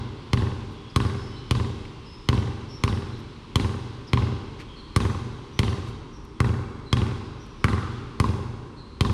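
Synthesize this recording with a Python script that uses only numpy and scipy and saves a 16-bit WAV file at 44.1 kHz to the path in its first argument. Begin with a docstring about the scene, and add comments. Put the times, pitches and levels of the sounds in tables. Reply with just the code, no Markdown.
"""A basketball is dribbled on concrete under a vaulted metal roof, open at the sides.
The scene opens in the tail of a bounce; from 0.3 s to 9 s the ball lands every 0.5-0.8 s.
Each time the skin slaps, the ball thumps and its air rings; then the vault returns a flutter of
echoes, a hum and a long tail. Between some bounces a hand brushes the ball. Throughout, birds chirp
faintly over an outdoor rumble; a faint, high hiss dies away near 6 s and is back near 8 s."""
import sys
import numpy as np
from scipy import signal
from scipy.fft import rfft
from scipy.io import wavfile
from scipy.ndimage import uniform_filter1d

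SR = 44100
rng = np.random.default_rng(int(sys.argv[2]) if len(sys.argv) > 2 else 0)


def put_to_file(sound):
    """Save the sound as 16-bit audio at rate SR, in the file named by the first command-line argument."""
    columns = np.atleast_2d(sound).T  # one column per channel
    safe = np.clip(columns, -1, 1)
    whole_steps = np.round(safe * 32767)
    wavfile.write(sys.argv[1], SR, whole_steps.astype(np.int16))


N = 402633


def dribble(thump_db=-11, thump_lag_s=0.00179, slap_lead_s=0.001067, pock_db=0.5,
            hall_treble_share=0.65, slap_share=0.13, pock_echo_gain=2.4, steady_hz=700):
    """Bounces on one spot: long waves meet the same hall each time, short ones a new one."""
    # one row a bounce: (time [s], strength [dB], knock [dB], slap [dB], sizzle [dB])
    bounces = [(-.24, 1.5, -2, 3, -7), (0.3332, 1, -1.5, 0.5, -2.5), (0.9618, 0.7, 2, 1.5, 4.5),
               (1.5107, -0.35, -4, 4.5, 3), (2.2889, 1.5, -1, 1.5, -1.5), (2.8381, -.3, 1.5, 0.5, 3),
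               (3.5579, 0.5, -1, 3.5, 5), (4.1335, 1.5, -1, 2.5, -6.5), (4.9629, 1.9, 0.5, 0, 5.5),
               (5.592, 0.5, -2, 5, 5), (6.4039, 1.3, 2.5, -7.5, -2), (6.9292, 1.2, 0, 3.5, 1),
               (7.6432, 1.75, 7.5, -1.5, 1), (8.2009, 1.3, -1, -4.5, 1.5), (9.009, 1.3, -6.5, 2.5, 1.5)]
    out = np.zeros(N)
    steady = cut(rng.standard_normal(2 * SR), steady_hz, "low")
    for time_s, strength_db, knock_db, *treble_db in bounces:
        start_s = time_s - slap_lead_s
        # slap and sizzle are beamed: the hall hears only a share of their changes
        facing, strike = [
            crack(strength_db + np.r_[0, pock_db, knock_db, share * np.array(treble_db)], share)
            for share in (1, hall_treble_share)]
        pock = cavity(strength_db + pock_db)
        smack = slap(strike)
        body = pock.copy()
        add(body, slap_lead_s + thump_lag_s, thump(thump_db + strength_db))
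        add(out, start_s, body)
        add(out, start_s, slap(facing))
        # the hall hears the ball from all sides, so the laps partly average out
        add(body, slap_lead_s, (1 - slap_share) * strike)
        add(body, 0, slap_share * smack)
        add(out, start_s, low_echoes(body))
        upward = pock_echo_gain * pock
        add(upward, 0, strike + cut(smack, 1600, "low"))
        add(out, time_s, signal.fftconvolve(upward, flutter()))
        grain = steady + cut(rng.standard_normal(2 * SR), steady_hz, "high")
        add(out, start_s, signal.fftconvolve(body, tail(grain)))
        add(out, time_s, boom(strength_db))
    return out


def crack(colour_db, directness, gain_db=9, ragged_db=3):
    """Skin strikes concrete; the patch that lands sets the colour, ragged along any one direction."""
    # impact spectrum: (frequency [Hz], relative level [dB])
    spectrum = [(100, -18), (250, 11.5), (440, 4), (680, -25), (1080, 11), (1700, -3), (2250, 0.5),
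                (2750, -2), (3300, -1), (4500, -5.5), (6300, -13.5), (8000, -18.5), (9400, -14.5),
                (12000, -28), (16000, -42)]
    # bass, pock, knock, slap and sizzle bands: (frequency [Hz])
    bands_hz = [200, 1000, 1500, 3200, 9000]
    hz = np.fft.rfftfreq(4096, 1 / SR)
    ragged = directness ** 2 * wander(len(hz), 24) * hz / (hz + 1000)
    patch_db = read(list(zip(bands_hz, colour_db)), hz)
    return -gain_of(gain_db) * click(read(spectrum, hz) + patch_db + ragged_db * ragged)


def slap(strike, gain_db=-1, touch_db=-15, lap_s=0.000941, lap_gain=0.3, lift_s=0.0112, lift_db=-11,
         grit_db=-7, grit_hz=1390, grit_decay_s=0.007):
    """The crack laps the ball and returns softly at lift-off; the pebbled skin crunches flat."""
    out = np.zeros(len(strike))
    add(out, 0, gain_of(touch_db) * strike)
    for lap in range(5):
        add(out, (lap + 1) * lap_s, lap_gain ** lap * strike)
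    add(out, lift_s, gain_of(lift_db) * cut(strike, 2200, "low"))
    t = np.arange(len(out)) / SR
    crunch = cut(rng.standard_normal(len(t)), grit_hz, "high") * np.exp(-t / grit_decay_s)
    add(out, 0, gain_of(grit_db) * signal.fftconvolve(strike, crunch / np.linalg.norm(crunch)))
    return gain_of(gain_db) * out


def thump(peak_db, contact_s=0.0121, stiffness=2.457, skew=0.88, leak_hz=61.6):
    """The ball flattens and springs back; it radiates the acceleration of its volume."""
    t = np.arange(4096) / SR
    squash = np.sin(np.pi * np.clip(t / contact_s, 0, 1) ** skew) ** stiffness
    pressure = cut(-np.gradient(np.gradient(squash)), leak_hz, "high")
    return gain_of(peak_db) * pressure / abs(pressure).max()


def cavity(strength_db, gain_db=-8):
    """The air inside the ball rings briefly: a hollow pock near 1 kHz."""
    # air modes: (frequency [Hz], relative level [dB], t60 [s])
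    modes = [(970, -65, .12), (910, -54, 0.01), (1138, -20.5, 0.048), (1744, -29.5, 0.037),
             (2040, -39.5, 0.023)]
    t = np.arange(SR // 8) / SR
    return sum(gain_of(gain_db + strength_db + mode_db - 60 * t / t60_s) * np.sin(2 * np.pi * hz * t)
               for hz, mode_db, t60_s in modes)


def low_echoes(body, lowpass_hz=560, trip_s=0.0409, trip_loss_db=8.5):
    """Long waves reflect whole, then shuttle under the vault, inverted each trip by its focus."""
    # early reflections from stands and vault: (delay [s], level [dB])
    reflections = [(0.0245, -14.5), (0.0397, -9), (0.0572, -8), (0.0879, -10), (.0984, -5.5), (0.1104, -16),
                   (0.1896, -11)]
    out = np.zeros(SR // 2)
    low = cut(body, lowpass_hz, "low")
    for delay_s, db in reflections:
        for trip in range(4):
            add(out, delay_s + trip * trip_s, (-1) ** trip * gain_of(db - trip * trip_loss_db) * low)
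    return out


def flutter(first_s=0.0412, first_db=-2, trip_s=0.0482, trip_loss_db=4.5, scatter=0.52, mirror=0.16,
            dull_hz=3100, dulling=0.97, spread_s=0.001885, widening=1.25):
    """Floor-to-vault echoes, each trailed by a zing; every trip the trusses smear and dull them more."""
    t = np.arange(SR // 25) / SR
    out = np.zeros(SR // 3)
    for trip in range(6):
        delay_s = first_s + trip * trip_s
        db = first_db - trip * trip_loss_db
        width_s = spread_s * widening ** trip
        smear = rng.standard_normal(len(t)) * np.exp(-t / width_s)
        smear *= scatter / np.linalg.norm(smear)
        smear[0] += mirror
        add(out, delay_s - width_s / 2, gain_of(db) * cut(smear, dull_hz * dulling ** trip, "low"))
        out += zing(delay_s, db)
    return out


def zing(delay_s, echo_db, rib_hz=2700, gain_db=-36.5, rise_s=0.014, decay_s=0.014, octave_db=-3,
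         rough=0.5, uneven=0.01):
    """Echoes from successive corrugations arrive ever further apart: a rough falling whistle."""
    t = np.arange(SR // 3) / SR
    slant = np.sqrt(np.clip(1 - (delay_s / (t + 1e-9)) ** 2, 0.1, 1))
    jitter, grain = wander((2, len(t)), 60)
    hz = rib_hz * rng.uniform(0.95, 1.04) * (1 + uneven * jitter) / slant
    age_s = np.maximum(t - delay_s, 0)
    swell = np.minimum(age_s / rise_s, 1) ** 2 * np.exp(-age_s / decay_s) * (1 + rough * grain)
    return gain_of(gain_db + echo_db) * swell * whistle(hz, octave_db)


def tail(grain, gain_db=-41.5, onset_s=0.036, build_s=0.0039, before_gain=0.48, early_db=4,
         early_decay_s=0.02, bass_hz=330, bass_build_s=0.097):
    """Diffuse hall response: it swells with the first roof echo; each band dies at its own rate."""
    # hall colour: (frequency [Hz], relative level [dB])
    spectrum = [(45, -11), (100, 4), (175, -3), (245, -3.5), (310, 3), (400, 1), (520, -3), (650, 9.5),
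                (1000, 5), (1600, 1.5), (2200, -2), (4000, 1), (9000, 1.5), (15000, 1.5)]
    # hall decay: (frequency [Hz], t60 [s])
    decay = [(60, 0.87), (250, 3.57), (1000, 1.84), (3500, 1.82), (6000, 1.52), (9000, 1.01), (14000, 0.83)]
    hz, frame_s, bands = signal.stft(grain, SR, nperseg=512)
    bands *= gain_of(read(spectrum, hz)[:, None] - 60 * frame_s / read(decay, hz)[:, None])
    # long waves stay separate reflections for a while before they turn diffuse
    long_wave = 1 / (1 + (hz[:, None] / bass_hz) ** 4)
    bands *= 1 - long_wave * np.clip(1 - frame_s / bass_build_s, 0, 1)
    wave = signal.istft(bands, SR, nperseg=512)[1][:len(grain)]
    t = np.arange(len(wave)) / SR
    swell = before_gain + (1 - before_gain) * np.clip((t - onset_s) / build_s, 0, 1)
    return wave * swell * gain_of(gain_db + early_db * np.exp(-t / early_decay_s))


def boom(strength_db, gain_db=15, onset_s=0.014, build_s=0.01):
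    """The thump sets the air under the vault humming."""
    # resonances under the roof: (frequency [Hz], relative level [dB], t60 [s])
    modes = [(120.9, -41, 1.26), (200.7, -45, 0.53), (231.3, -46, 0.97), (268.2, -45, 0.39),
             (399.6, -52.5, 1.71)]
    t = np.arange(SR) / SR
    hum = sum(gain_of(mode_db - 60 * t / t60_s) * np.sin(2 * np.pi * (hz * t + rng.random()))
              for hz, mode_db, t60_s in modes)
    return gain_of(gain_db + strength_db) * hum * np.clip((t - onset_s) / build_s, 0, 1)


def hands(grit=0.35):
    """The palm drags over the pebbled skin."""
    # catches of the ball: (time [s], length [s], level [dB], tilt [dB per 10 kHz])
    brushes = [(0.7, .05, -66, 10), (1.842, 0.023, -45.5, -18), (3.172, .05, -60, 4),
               (4.58, 0.06, -43, -14), (5.851, 0.075, -53, 0), (6.245, 0.013, -59, 12),
               (7.46, .012, -58, 7)]
    # friction spectrum: (frequency [Hz], relative level [dB])
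    spectrum = [(300, -2), (1400, -4), (2200, 6.5), (4000, -2), (7000, -8), (11000, -10), (16000, -29)]
    out = np.zeros(N)
    for time_s, length_s, db, tilt_db in brushes:
        rub = noise([(hz, band_db + tilt_db * hz / 10000) for hz, band_db in spectrum], SR // 4)
        rub *= np.exp(grit * wander(len(rub), 60))
        stroke = np.hanning(round(length_s * SR))
        add(out, time_s, gain_of(db) * unit_rms(rub)[:len(stroke)] * stroke)
    return out


def birds(fall_hz=228, fall_s=0.053, waver=0.017, rasp_s=0.0011, octave_db=-26, dry_db=-6, wet_db=-2):
    """Distant birds under the roof: short chirps rasp and fall, long whistles waver."""
    # nearer calls: (time [s], length [s], pitch [Hz], relative level [dB])
    chirps = [(0.707, 0.25, 3350, -50), (0.893, 0.023, 5350, -46), (1.131, .25, 5260, -48.5),
              (1.284, 0.2, 3020, -47), (1.358, 0.041, 4100, -41), (1.882, 0.28, 2790, -54),
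              (2.035, 0.15, 5180, -46), (2.675, 0.13, 5390, -42.5), (3.113, .068, 4020, -46),
              (4.07, 0.034, 5200, -41), (4.672, 0.096, 3250, -43.5), (4.755, 0.068, 4240, -42.5),
              (5.52, 0.089, 5850, -51), (6.12, 0.066, 5660, -50.5), (6.853, 0.075, 4010, -44),
              (7.391, 0.07, 5740, -50), (8.764, 0.073, 4110, -44.5)]
    out = np.zeros(N)
    for time_s, length_s, pitch_hz, db in chirps + far_calls():
        size = round(length_s * SR)
        hz = pitch_hz + fall_hz * fall_s / length_s * np.linspace(0.5, -0.5, size)
        hz *= 1 + (waver + rasp_s / length_s) * wander(SR // 2, 70)[:size]
        add(out, time_s, gain_of(db) * whistle(hz, octave_db) * signal.windows.tukey(size, 0.5))
    reverb = signal.fftconvolve(out, tail(rng.standard_normal(2 * SR)))[:N]
    return gain_of(dry_db) * out + gain_of(wet_db) * reverb


def far_calls(count=24, calls_per_s=1.2, length_s=0.06, low_hz=3000, high_hz=5800, db=-55):
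    """Birds farther off: chirp rows at random times and pitches."""
    wait, pitch = rng.random((count, 2)).T
    times_s = np.cumsum(-np.log(1 - wait)) / calls_per_s
    pitches_hz = low_hz + pitch * (high_hz - low_hz)
    return [(time_s, length_s, hz, db) for time_s, hz in zip(times_s, pitches_hz)]


def outdoors(rumble_db=-43, hiss_gain_db=-5):
    """Distant rumble and a faint, high outdoor hiss that comes and goes."""
    # outdoor rumble: (frequency [Hz], relative level [dB])
    rumble_spectrum = [(15, -47), (25, 6.5), (60, 5.5), (106, -2), (181, -10.5), (237, -4), (415, -9),
                       (673, -28.5), (1000, -9.5), (1670, -25.5), (4260, -30), (7280, -42.5), (9270, -42.5),
                       (13500, -70), (15000, -83)]
    # outdoor hiss: (frequency [Hz], relative level [dB])
    hiss_spectrum = [(800, -35), (2000, -6.5), (3300, -3.5), (5000, -11.5), (7000, -22.5), (10000, -30),
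                     (14000, -47)]
    # swell of the hiss: (time [s], relative level [dB])
    hiss_swell = [(0.0, -50.5), (5.88, -52.5), (6.21, -83), (7.93, -47), (8.77, -68), (9.1, -60)]
    hiss_db = hiss_gain_db + np.interp(np.arange(N) / SR, *np.transpose(hiss_swell))
    return gain_of(rumble_db) * noise(rumble_spectrum, N) + gain_of(hiss_db) * noise(hiss_spectrum, N)


def gain_of(db):
    """Decibels to gain."""
    return 10 ** (np.asarray(db) / 20)


def unit_rms(x):
    """Scales to an rms of one."""
    return x / np.sqrt(np.mean(x ** 2) + 1e-20)


def read(points, hz):
    """Interpolates on a log-frequency axis."""
    points_hz, values = np.transpose(points)
    return np.interp(np.log(hz + 1), np.log(points_hz + 1), values)


def add(mix, time_s, sound):
    """Mixes a sound in; what lies outside is dropped."""
    at = round(time_s * SR)
    sound = sound[max(-at, 0):]
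    part = mix[max(at, 0):][:len(sound)]
    part += sound[:len(part)]


def cut(x, hz, kind, order=2):
    """High-pass or low-pass."""
    return signal.sosfilt(signal.butter(order, hz, kind, fs=SR, output="sos"), x)


def noise(spectrum, size):
    """Unit-rms noise with a given spectrum."""
    gain = gain_of(read(spectrum, np.fft.rfftfreq(size, 1 / SR)))
    return unit_rms(np.fft.irfft(rfft(rng.standard_normal(size)) * gain, size))


def wander(shape, smooth_points):
    """Unit-rms smoothed noise."""
    return unit_rms(uniform_filter1d(rng.standard_normal(shape), smooth_points))


def whistle(hz, octave_db):
    """Gliding sine plus its octave."""
    phase = 2 * np.pi * np.cumsum(hz) / SR
    return np.sin(phase) + gain_of(octave_db) * np.sin(2 * phase)


def click(spectrum_db):
    """Minimum-phase pulse with a given spectrum."""
    log_gain = np.log(gain_of(np.r_[spectrum_db, spectrum_db[-2:0:-1]]))
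    return np.fft.ifft(np.exp(np.conj(signal.hilbert(log_gain)))).real


def scene(side_db=-38):
    """All sound arrives from the front; only the treble differs slightly between left and right."""
    mid = dribble() + hands() + birds() + outdoors()
    side = gain_of(side_db) * cut(np.roll(mid, shift=8), 4000, "high", order=4)
    return np.array([mid - side, mid + side])


def record(dry, dip_hz=676, dip_width_hz=204, dip_depth=0.79, ceiling=0.77, edge_hz=15850):
    """The microphone sheds deep bass, dips in the low mids and rounds peaks; then a band limit."""
    thinned = cut(dry, 20, "high", order=1)
    dip_band = signal.lfilter(*signal.iirpeak(dip_hz, dip_hz / dip_width_hz, fs=SR), thinned)
    rounded = ceiling * np.tanh((thinned - dip_depth * dip_band) / ceiling)
    lowpass = signal.firwin(511, edge_hz, window=("kaiser", 9), fs=SR)
    return signal.oaconvolve(rounded, lowpass[None], "same")


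dry = scene()
out = record(dry)
put_to_file(out)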